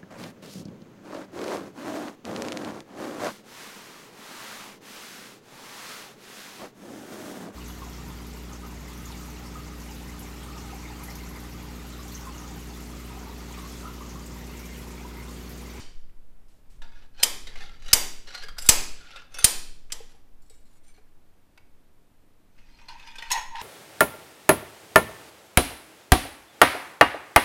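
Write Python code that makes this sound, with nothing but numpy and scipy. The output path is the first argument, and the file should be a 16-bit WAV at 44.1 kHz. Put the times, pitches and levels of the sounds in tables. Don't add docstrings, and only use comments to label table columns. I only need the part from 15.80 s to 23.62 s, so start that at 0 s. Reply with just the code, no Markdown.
import sys
import numpy as np
from scipy import signal
from scipy.fft import rfft, irfft
from scipy.io import wavfile
from scipy.ndimage import uniform_filter1d

SR = 44100
rng = np.random.default_rng(int(sys.argv[2]) if len(sys.argv) > 2 else 0)


def elevation(decibels):
    levels = np.asarray(decibels, float)
    return 10 ** (levels / 20)


def unload_wav(signal):
    wavfile.write(
        sys.argv[1],
        SR,
        np.round(np.clip(np.atleast_2d(signal).T, -1, 1) * 32767).astype(np.int16),
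    )


N = 344762
LEAD = SR // 4

# first touch t/s, peak level/dB, case jolt level/dB, clatter length t/s, wait for the full blow t/s,
# treble tilt/dB, free ring level/dB
BLOWS = [
    (1.4288, -4, -51.5, 0.0068, .0036, 0, -24),
    (2.1303, 2, -34, .005, 0.0018, 1, -23),
    (2.888, 2, -25.5, .0065, 0.0013, 1, -27),
    (3.6423, 1, -31, .007, .0015, 2.5, -26),
    (4.1203, -22.5, -63, 0.0073, 0.0011, -1, -26),
]
# start t/s, length t/s, first level/dB, last level/dB,
# treble tilt/dB
STROKES = [
    [(1.016, 0.086, -48.5, -62, -21), (1.11, 0.14, -62, -57, -18)],
    [(1.33, 0.06, -74, -48, -16.5), (1.39, 0.046, -45, -43, -12)],
    [(1.665, .08, -47.5, -55, -14.5)],
    [(1.754, 0.08, -45, -47, -13)],
    [(1.835, 0.14, -45, -59, -14)],
    [(1.99, .13, -63, -39, -11.5)],
    [(2.45, .025, -58, -50, -15), (2.47, 0.07, -46, -46, -14.5)],
    [(2.535, 0.09, -43, -47, -14.5)],
    [(2.62, 0.11, -44, -60, -14.5)],
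    [(2.78, .025, -32, -49.5, -2.5), (2.81, .075, -49.5, -44.5, 5.5)],
    [(3.15, .2, -56, -46.5, -18), (3.355, 0.11, -44.5, -61, -20)],
    [(3.5, .075, -64, -44, -10), (3.585, .055, -39, -42.5, -7)],
    [(4.15, .11, -63, -68, -3), (4.29, .11, -58, -76.5, -4)],
    [(4.615, .07, -78, -78, 10), (4.695, 0.13, -69, -79, 8)],
    [(4.85, 0.13, -73, -72, 6)],
    [(5.03, .08, -72, -65, 3), (5.14, 0.048, -69, -65, -5)],
]
# f/Hz, width/Hz, level among the modes/dB
ROD_EARLY = [
    [(910, 61, 0), (1430, 27, 0), (1640, 70, -6), (2470, 46, -6), (3620, 64, -9), (4790, 52, -13),
     (7520, 140, -21)],
    [(910, 71, -9), (1502, 40, -4), (2472, 55, -4), (3000, 81, -5), (4150, 50, 1), (7550, 70, -9)],
    [(480, 50, -8), (904, 60, -8), (1760, 93, -4), (2130, 40, -5), (3290, 80, -5), (4120, 42, -5),
     (4810, 31, -1)],
    [(754, 66, -7), (1780, 35, -3), (2110, 53, 0), (2510, 190, -6), (4150, 41, -9), (5330, 38, -11)],
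    [(764, 25, -1), (1380, 51, 0), (2090, 36, -3), (2950, 30, -3), (3290, 30, -7), (3690, 34, -6)],
    [(1380, 110, -3), (1870, 53, -1), (2920, 36, -2), (3860, 140, 0), (4740, 76, -5), (5740, 160, -9),
     (6290, 160, -7)],
    [(1460, 60, 0), (2980, 34, -3), (4190, 240, -2), (4790, 25, -3), (5470, 150, -7), (7850, 38, -9)],
    [(775, 32, -6), (1410, 41, -5), (4220, 190, 0), (4760, 34, -6), (5640, 46, -8), (7850, 31, -17)],
    [(1640, 54, -1), (2070, 170, -8), (3200, 49, -2), (4260, 80, -4), (4830, 47, 0), (7630, 61, -13)],
]
# f/Hz, width/Hz, level among the modes/dB
ROD_LATER = [
    [(1450, 61, -2.5), (3800, 90, -6), (4950, 120, -4), (7580, 90, -1), (9100, 100, -3), (10800, 70, -6),
     (12400, 90, -9)],
    [(1400, 60, 5), (2457, 48, -3), (2700, 60, -5), (3530, 80, -7), (4700, 68, -16)],
    [(1400, 92, -2.5), (2610, 51, 0.5), (3500, 34, -4), (6170, 110, -5), (7310, 81, -14), (9130, 83, -8)],
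    [(797, 77, 11), (2430, 50, 2), (5630, 54, -10), (7580, 56, -13)],
    [(2310, 66, -2), (4300, 40, 0), (5400, 50, -1), (7250, 70, 0), (8000, 90, -2), (8450, 50, -3),
     (14300, 180, -10)],
    [(2200, 66, -3), (4200, 25, 5), (7050, 50, 1), (8000, 90, -6), (8900, 60, -2), (10500, 90, -7),
     (14200, 180, -10)],
    [(2280, 40, 4), (4300, 80, -4), (6100, 90, -5), (7300, 70, -3), (8900, 70, -2)],
]
# f/Hz, width/Hz, level above the scrape/dB
BAR = [(560, 53, -10.5), (1160, 50, -14), (1655, 60, -6), (2140, 50, -9), (2900, 50, -6), (3370, 50, -9),
       (4680, 70, -8), (5520, 70, -11), (5930, 88, -13), (6300, 80, -18.5), (7440, 70, -13)]
# f/Hz, level per Hz/dB
SCRAPE = [(180, -51), (300, -19), (444, -5), (597, -14.5), (763, 0), (1010, -9.5), (1420, -2), (3440, -7.5),
          (4180, -9), (15000, -37)]
# start t/s, length t/s, first level/dB, last level/dB,
# tube ring above the scrape level/dB
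DRAG = [
    [(6.72, .055, -80, -70, -20), (6.775, .2, -66, -63, -14), (6.97, 0.04, -60.5, -59, -16),
     (7.01, .07, -60, -59, -1)],
    [(7.08, 0.1, -47.5, -56, 1.5), (7.18, 0.09, -54, -52, -8), (7.265, 0.12, -48, -56, -6),
     (7.38, 0.036, -47.5, -48, -6), (7.43, 0.075, -48, -47, -3)],
    [(7.505, 0.07, -29, -37, 5), (7.575, .09, -37, -54, 1), (7.665, .05, -58, -64, 9),
     (7.71, 0.045, -66, -54, 15), (7.75, 0.073, -44, -39, 1)],
]
# f/Hz, width/Hz, level/dB
TUBE = [
    [(1250, 120, -14), (1720, 42, -12.5), (2040, 67, -7), (2280, 31, -21), (2516, 27, 1), (4200, 46, -4),
     (5600, 60, -8), (4850, 120, -9.5), (6250, 68, -11), (7550, 210, -22)],
    [(1155, 34, -13), (1563, 30, 0), (1895, 44, -6), (2477, 78, 0.5), (2900, 73, -4), (3370, 37, -10.5),
     (3534, 27, -2.5), (4300, 51, -1.5), (4930, 82, -2), (5650, 76, -11.5), (6330, 63, -11)],
    [(1867, 156, 2), (2570, 30, -3), (2850, 60, -2), (3400, 60, -5), (3925, 39, -4), (4220, 50, -3),
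     (5320, 50, -4), (5700, 110, -7), (6540, 62, -19), (7280, 23, -27), (7720, 45, -22)],
]
# f/Hz, width/Hz, level/dB
TUBE_RING = [(916, 17, 0), (968, 30, -8), (840, 50, -10)]


def evened(x):
    return x / np.sqrt(np.mean(x ** 2) + 1e-20)


def peaked(x):
    return x / abs(x).max()


def read(points, hz):
    f, value = np.transpose(points)
    return np.interp(np.log(hz + 1), np.log(f + 1), value)


def add(mix, s, sound):
    part = mix[round(s * SR) + LEAD:][:len(sound)]
    part += sound[:len(part)]


def colour(x, points, tilt_db=0):
    hz = np.fft.rfftfreq(2 * len(x), 1 / SR)
    lift_db = tilt_db * np.clip(np.log2(hz / 3500 + 1e-9), -1, 1.6)
    return irfft(rfft(x, 2 * len(x)) * elevation(read(points, hz) + lift_db))[:len(x)]


def ring(x, modes, spread_db=0, wander_db=0):
    out = np.zeros(len(x))
    steps = np.arange(0, len(x) + 1300, 1300)
    chances = rng.standard_normal((len(modes), len(steps) + 2))
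    for (hz, width, db), luck in zip(modes, chances):
        r = np.exp(-np.pi * width / SR)
        wander = wander_db * np.interp(np.arange(len(x)), steps, luck[2:])
        mix_db = db + spread_db * luck[0] + wander
        hz = hz * (1 + .005 * spread_db * luck[1])
        poles = [1, -2 * r * np.cos(2 * np.pi * hz / SR), r * r]
        out += signal.lfilter([1 - r, 0, r - 1], poles, x * elevation(mix_db))
    return out


def clatter(length, rise=0.0008, shape=0.7):
    t = np.arange(SR // 5) / SR
    decay = np.exp(-(t / max(length, .001)) ** shape)
    return rng.standard_normal(len(t)) * (1 - np.exp(-t / rise)) * decay


def grit(count, rough=.6, grain=60):
    slips = evened(uniform_filter1d(rng.standard_normal(count), max(int(grain), 1)))
    return evened(rng.standard_normal(count) * np.exp(rough * slips))


def push(t, start, length, first_db, last_db):
    grip_s, slip_s = .008, 0.011
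    hold = np.clip((t - start) / grip_s, 0, 1) * np.exp(-np.maximum(t - start - length, 0) / slip_s)
    return hold * elevation(np.interp(t, [start, start + length], [first_db, last_db]))


def during(rows):
    return np.arange(rows[0][0], rows[-1][0] + rows[-1][1] + .1, 1 / SR)


def glide(x, drive, depth):
    creep = evened(uniform_filter1d(uniform_filter1d(drive, size=2500), size=2500))
    at = np.cumsum(1 + depth * creep)
    return np.interp(at - at[0], np.arange(len(x)), x)


def knocks(rows, length, modes_at, ring_db, spread_db):
    out = np.zeros(N + LEAD)
    for s, db, tilt_db, hz in rows:
        drive = clatter(length, rise=.002)
        burst = peaked(colour(drive, SCRAPE, 0.5 * tilt_db + 7.5))
        flat_drive = colour(drive, [(100, 0), (16000, 0)], .5 * tilt_db + 7.0)
        body = burst + elevation(ring_db) * peaked(ring(flat_drive, modes_at(s), spread_db))
        hardest = peaked(ring(drive, [(hz, 120, 0)]))
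        body = peaked(body) + elevation(-5) * hardest
        add(out, s, elevation(db - 1.5) * peaked(body))
    return out


def quiet_floor():
    # f/Hz, level per Hz/dB
    hush = [(24, -40), (40, -7.5), (91, -1.5), (115, -8.5), (231, -7.5), (290, -5.5), (329, -10.5),
            (542, -14), (6170, -32), (14500, -32), (16000, -35.5)]
    return elevation(-64.5) * evened(colour(rng.standard_normal(N + LEAD), hush))


def shaking():
    # t/s, level/dB
    sway = [(0, -32), (.45, -39.5), (.85, -46), (.95, -31.5), (1.28, -41.5), (1.55, -32.5), (1.85, -32),
            (2.2, -29), (2.48, -40), (2.9, -27.5), (3.15, -30), (3.3, -44.5), (3.8, -34), (4.9, -46.5),
            (5.3, -50.5), (6.65, -54), (6.8, -41), (7.82, -40.5)]
    t = np.arange(N + LEAD) / SR
    spectrum = [(1.5, -20.5), (4, 3.0), (9, 4.0), (20, -9.5), (40, -23.5), (80, -36.0), (200, -41), (20000, -120)]
    lurch = evened(colour(rng.standard_normal(len(t)), spectrum))
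    out = elevation(np.interp(t - LEAD / SR, *np.transpose(sway))) * lurch
    u = t[:SR // 5] / 0.0022
    for s, _, jolt_db, *_ in BLOWS:
        add(out, s + .004, -elevation(jolt_db + 25) * u * np.exp(-u) * (1 - u / 3))
    return out


def garage(x):
    # f/Hz, t60/s
    decay_times = [(250, 0.93), (660, 0.42), (1740, 0.58), (4590, 0.58), (12100, 0.38)]
    # f/Hz, level/dB
    tone = [(150, -9.5), (400, -1), (1000, 1), (2000, -1.5), (4000, -4.5), (8000, -5.5), (14000, -3)]
    onset = np.clip((np.arange(SR) / SR - .005) / 0.0025, 0, 1)
    taps = rng.standard_normal(SR) * onset
    hz, t, z = signal.stft(taps, SR, nperseg=256)
    level_db = read(tone, hz)[:, None] - 60 * t / read(decay_times, hz)[:, None]
    tail = signal.istft(z * elevation(level_db), SR, nperseg=256)[1]
    return signal.fftconvolve(x, tail / np.linalg.norm(tail))[:len(x)]


def swish():
    brushes = [
        (.68, .12, -69, -77),
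        (.897, .09, -64, -74.5),
    ]
    t = during(brushes)
    cloth = [(500, -10.0), (2000, 0.5), (8000, -0.5), (15000, -11.0)]
    hiss = evened(colour(rng.standard_normal(len(t)), cloth))
    return t[0], sum(push(t, *row) for row in brushes) * hiss


def ping():
    # t/s, peak level/dB, f/Hz, t60/s
    s, db, hz, t60 = (4.70, -65, 3810, .36)
    t = np.arange(SR // 3) / SR
    return s, elevation(db - 60 * t / t60) * np.sin(2 * np.pi * hz * t)


def clamp_clicks():
    # t/s, peak level/dB, treble tilt/dB, hardest mode f/Hz
    clicks = [
        (.294, -55, -22, 2000),
        (.683, -60, 0, 5000),
        (5.7757, -41, -14, 2250),
    ]
    # f/Hz, width/Hz, level/dB
    clamp = [(970, 76, -3), (1560, 200, -8), (2250, 41, -10), (2540, 220, -2), (3510, 31, -20),
             (4700, 66, -11)]
    return knocks(clicks, 0.002, lambda s: clamp, 4.2, 1)


def tocks():
    # t/s, peak level/dB, pitch f/Hz, second mode level/dB
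    taps = [
        (2.641, -39.5, 440, -14),
        (4.202, -33, 455, -9),
        (4.34, -52, 455, -6),
        (4.703, -47, 446, -14),
        (5.179, -49, 423, -2),
    ]
    out, t = np.zeros(N + LEAD), np.arange(SR // 5) / SR
    for s, db, hz, upper_db in taps:
        pair = np.sin(2 * np.pi * hz * t) + elevation(upper_db) * np.sin(2 * np.pi * 1.78 * hz * t)
        soft_touch = 1 - np.exp(-(t / 0.004) ** 2)
        add(out, s, elevation(db - 60 * t / 0.06) * pair * soft_touch)
    return out


def baffle(rows, modes):
    t = during(rows)
    drive = grit(len(t), rough=0.35, grain=74)
    thin_wall = [(400, -20), (1100, -1.5), (2500, 2), (5000, -9.5), (8000, -26), (14000, -48)]
    scrape = evened(colour(drive, thin_wall))
    ringing = evened(glide(ring(drive, modes, wander_db=5), drive, .015))
    wall = evened(scrape + elevation(-0.5) * ringing)
    beating = evened(ring(ring(drive, TUBE_RING, wander_db=1.5), [(935, 220, 0)]))
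    tugs = sum(push(t, *row) * elevation(-1.0) * (wall + elevation(ring_db) * beating) for *row, ring_db in rows)
    return t[0], tugs


def baffle_clanks():
    # t/s, peak level/dB, treble tilt/dB, hardest mode f/Hz
    clanks = [(6.7792, -55, -25, 2030), (6.9867, -50, -25, 2470), (7.084, -30, -19, 4200),
              (7.1807, -44, -20, 2540), (7.1957, -41, -18, 2540), (7.2331, -45, -20, 2500),
              (7.2715, -40, -20, 2900), (7.355, -34, -8, 2440), (7.383, -28, -18, 3500),
              (7.4215, -23, -18, 1880), (7.503, -18, -9, 2600), (7.5145, -7.5, 0, 6550),
              (7.531, -26, -7, 4200), (7.553, -27, -12, 2600), (7.574, -22, -24, 925),
              (7.612, -30, -20, 1900), (7.7515, -39, -15, 1890), (7.7993, -30, -15, 1730),
              (7.813, -24, -12, 2700)]

    def tube_at(s):
        return TUBE[1 + (s > DRAG[2][0][0] - .01)] + TUBE_RING

    return knocks(clanks, 0.0053, tube_at, 6.2, 3.5)


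def slide(rows, modes):
    # f/Hz, width/Hz, level/dB
    lengthwise = (11200, 40, -12)
    t = during(rows)
    drive = grit(len(t), rough=0.36, grain=220)
    narrowed = [(hz, .8 * width, db) for hz, width, db in modes]
    bending = evened(glide(ring(drive, narrowed, wander_db=4), drive, .012))
    singing = evened(ring(drive, [lengthwise], wander_db=3))
    body = evened(colour(drive, SCRAPE, 4)) + elevation(1.5) * bending + elevation(-13) * singing
    dull = evened(signal.sosfilt(signal.butter(3, 6000, "low", fs=SR, output="sos"), body))
    bright = evened(signal.sosfilt(signal.butter(3, 6000, "high", fs=SR, output="sos"), body))
    pushes = sum(push(t, *row) * elevation(-1.5) * (dull + elevation(tilt_db - 3) * bright) for *row, tilt_db in rows)
    return t[0], pushes


def rod_at(s):
    starts = [rows[0][0] for rows in STROKES]
    return (ROD_EARLY + ROD_LATER)[max(np.searchsorted(starts, s + .02) - 1, 0)]


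def rod_knocks():
    # t/s, peak level/dB, treble tilt/dB, hardest mode f/Hz
    contacts = [(1.0181, -36, -18, 3620), (1.6696, -30, -14, 3800), (1.7545, -32.5, -18, 2100),
                (1.8058, -39, -22, 4300), (1.8357, -36, -20, 3680), (2.0213, -42, -14, 2500),
                (2.0618, -36, -18, 2890), (2.0812, -31, -14, 3870), (2.4725, -39, -20.5, 4130),
                (2.5444, -30, -15, 1950), (2.5475, -26, -15, 4120), (2.5760, -36, -24, 3900),
                (2.6239, -35, -18, 3260), (2.6339, -31, -9, 4830), (2.6838, -30, -11, 1450),
                (2.7675, -40, -25, 1200), (2.7831, -22.5, -6, 5000), (2.82, -27, -6, 7630),
                (2.8619, -22.5, 4, 7540), (3.3588, -29.5, -22, 3530), (3.5420, -29, -10, 5500),
                (3.5850, -21, -11, 9130), (4.1005, -38, -24, 2500), (4.6194, -56, 8, 7250),
                (4.6972, -43, -1, 7900), (4.7400, -56, 4, 5400), (5.0780, -52, 0, 8900),
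                (5.1394, -56, -10, 4300), (5.1750, -53, -30, 1600)]
    return knocks(contacts, 0.0045, lambda s: rod_at(s) + BAR, 4.7, 4)


def hammer():
    earlier_blow = (-.17, 0, -60, 0, 0.0046, -2, -15)
    # f/Hz, level per Hz/dB
    steel = [(88, -37), (150, -9.5), (398, -19), (1120, -12), (3160, -5), (4160, -6.5), (4580, -2.5),
             (7470, -5), (8400, -5.5), (9260, -2), (10200, -14), (15100, -14), (16000, -32.5)]
    # f/Hz, width/Hz, level/dB
    stop_modes = [
        [(3000, 170, -3), (4880, 200, 2), (6100, 87, -2), (7400, 60, -6), (8800, 38, -6)],
        [(3102, 41, -3), (4980, 38.8, 0), (6100, 25, -3.5), (7630, 34, -1), (11290, 53, -3), (13460, 83, -7.5)],
        [(4867, 100, -1), (6130, 37, -4), (7393, 39, 0.5), (9180, 59, -4), (11040, 70, -4.5),
         (12120, 140, -8.5)],
        [(4355, 25, -10), (5960, 38, -7), (7705, 88, 0), (8895, 62, -4.5), (10650, 47, -14.5),
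         (12070, 65, -11.5)],
        [(6160, 45, -7.5), (7140, 32, -7), (7630, 75, -8.5), (9130, 60, 1), (9700, 35, -10),
         (12900, 54.86, -10.5)],
        [(4990, 50, -6), (6100, 120, -7), (7560, 84, 2), (9200, 90, -12), (10900, 60, -9), (13100, 60, -24)],
    ]
    # f/Hz, width/Hz, level/dB
    free_modes = [(3040, 11, -8), (4900, 8, 0), (6150, 11, -6), (7600, 12, -5), (9000, 14, -11)]
    # f/Hz, level per Hz/dB
    spread = [(88, -35.5), (150, -8), (484, -5), (854, -3), (1340, -9.5), (2450, -5), (4000, -4.5),
              (4760, -2), (7470, -1.5), (14800, -13.5), (16000, -26.5)]
    near, walls = np.zeros((2, N + LEAD))
    for (s, db, _, length, wait, tilt_db, ring_db), modes in zip([earlier_blow] + BLOWS, stop_modes):
        touch = 0.34 * clatter(0.0042, rise=0.00027)
        drive = touch + np.roll(clatter(length, rise=0.00012, shape=1.2), round(wait * SR))
        damped = [(hz, 2.4 * width, d) for hz, width, d in modes]
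        strike = peaked(colour(drive, steel, tilt_db))
        blow = elevation(db + 4.5) * peaked(strike + elevation(-5) * peaked(ring(drive, damped)))
        impulse = np.roll(signal.unit_impulse(len(drive)), round(wait * SR))
        add(near, s, blow + elevation(db + ring_db) * peaked(ring(impulse, free_modes, .4)))
        click = colour(np.roll(signal.unit_impulse(2048), 1024), spread, tilt_db)
        add(walls, s + wait - 950 / SR, np.linalg.norm(blow) * click / np.linalg.norm(click))
    treble = signal.sosfilt(signal.butter(2, 600, "high", fs=SR, output="sos"), near)
    return near, walls + elevation(-6) * treble


def scene():
    light = rod_knocks() + clamp_clicks() + baffle_clanks()
    for rows, modes in zip(STROKES, ROD_EARLY + ROD_LATER):
        add(light, *slide(rows, modes + BAR))
    for rows, modes in zip(DRAG, TUBE):
        add(light, *baffle(rows, modes))
    add(light, *swish())
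    add(light, *ping())
    handle = tocks()
    near, walls = hammer()
    echo = garage(elevation(-12.0) * walls + elevation(-10.5) * light + elevation(-17) * handle)
    return (near + light + handle + echo + shaking() + quiet_floor())[None, LEAD:]


def roll_off(x):
    return signal.sosfilt(signal.butter(12, 16440, fs=SR, output="sos"), x)


def record(dry):
    band = signal.firwin(301, 15350, window=("kaiser", 6), fs=SR)[None]
    limited = signal.oaconvolve(dry, band, "same")
    clipped = np.clip(limited, -.84, .84)
    smoothing = signal.firwin(201, 16350, window=("kaiser", 7), fs=SR)[None]
    finished = signal.oaconvolve(clipped, smoothing, "same")
    return roll_off(finished)


dry = scene()
out = record(dry)
unload_wav(out)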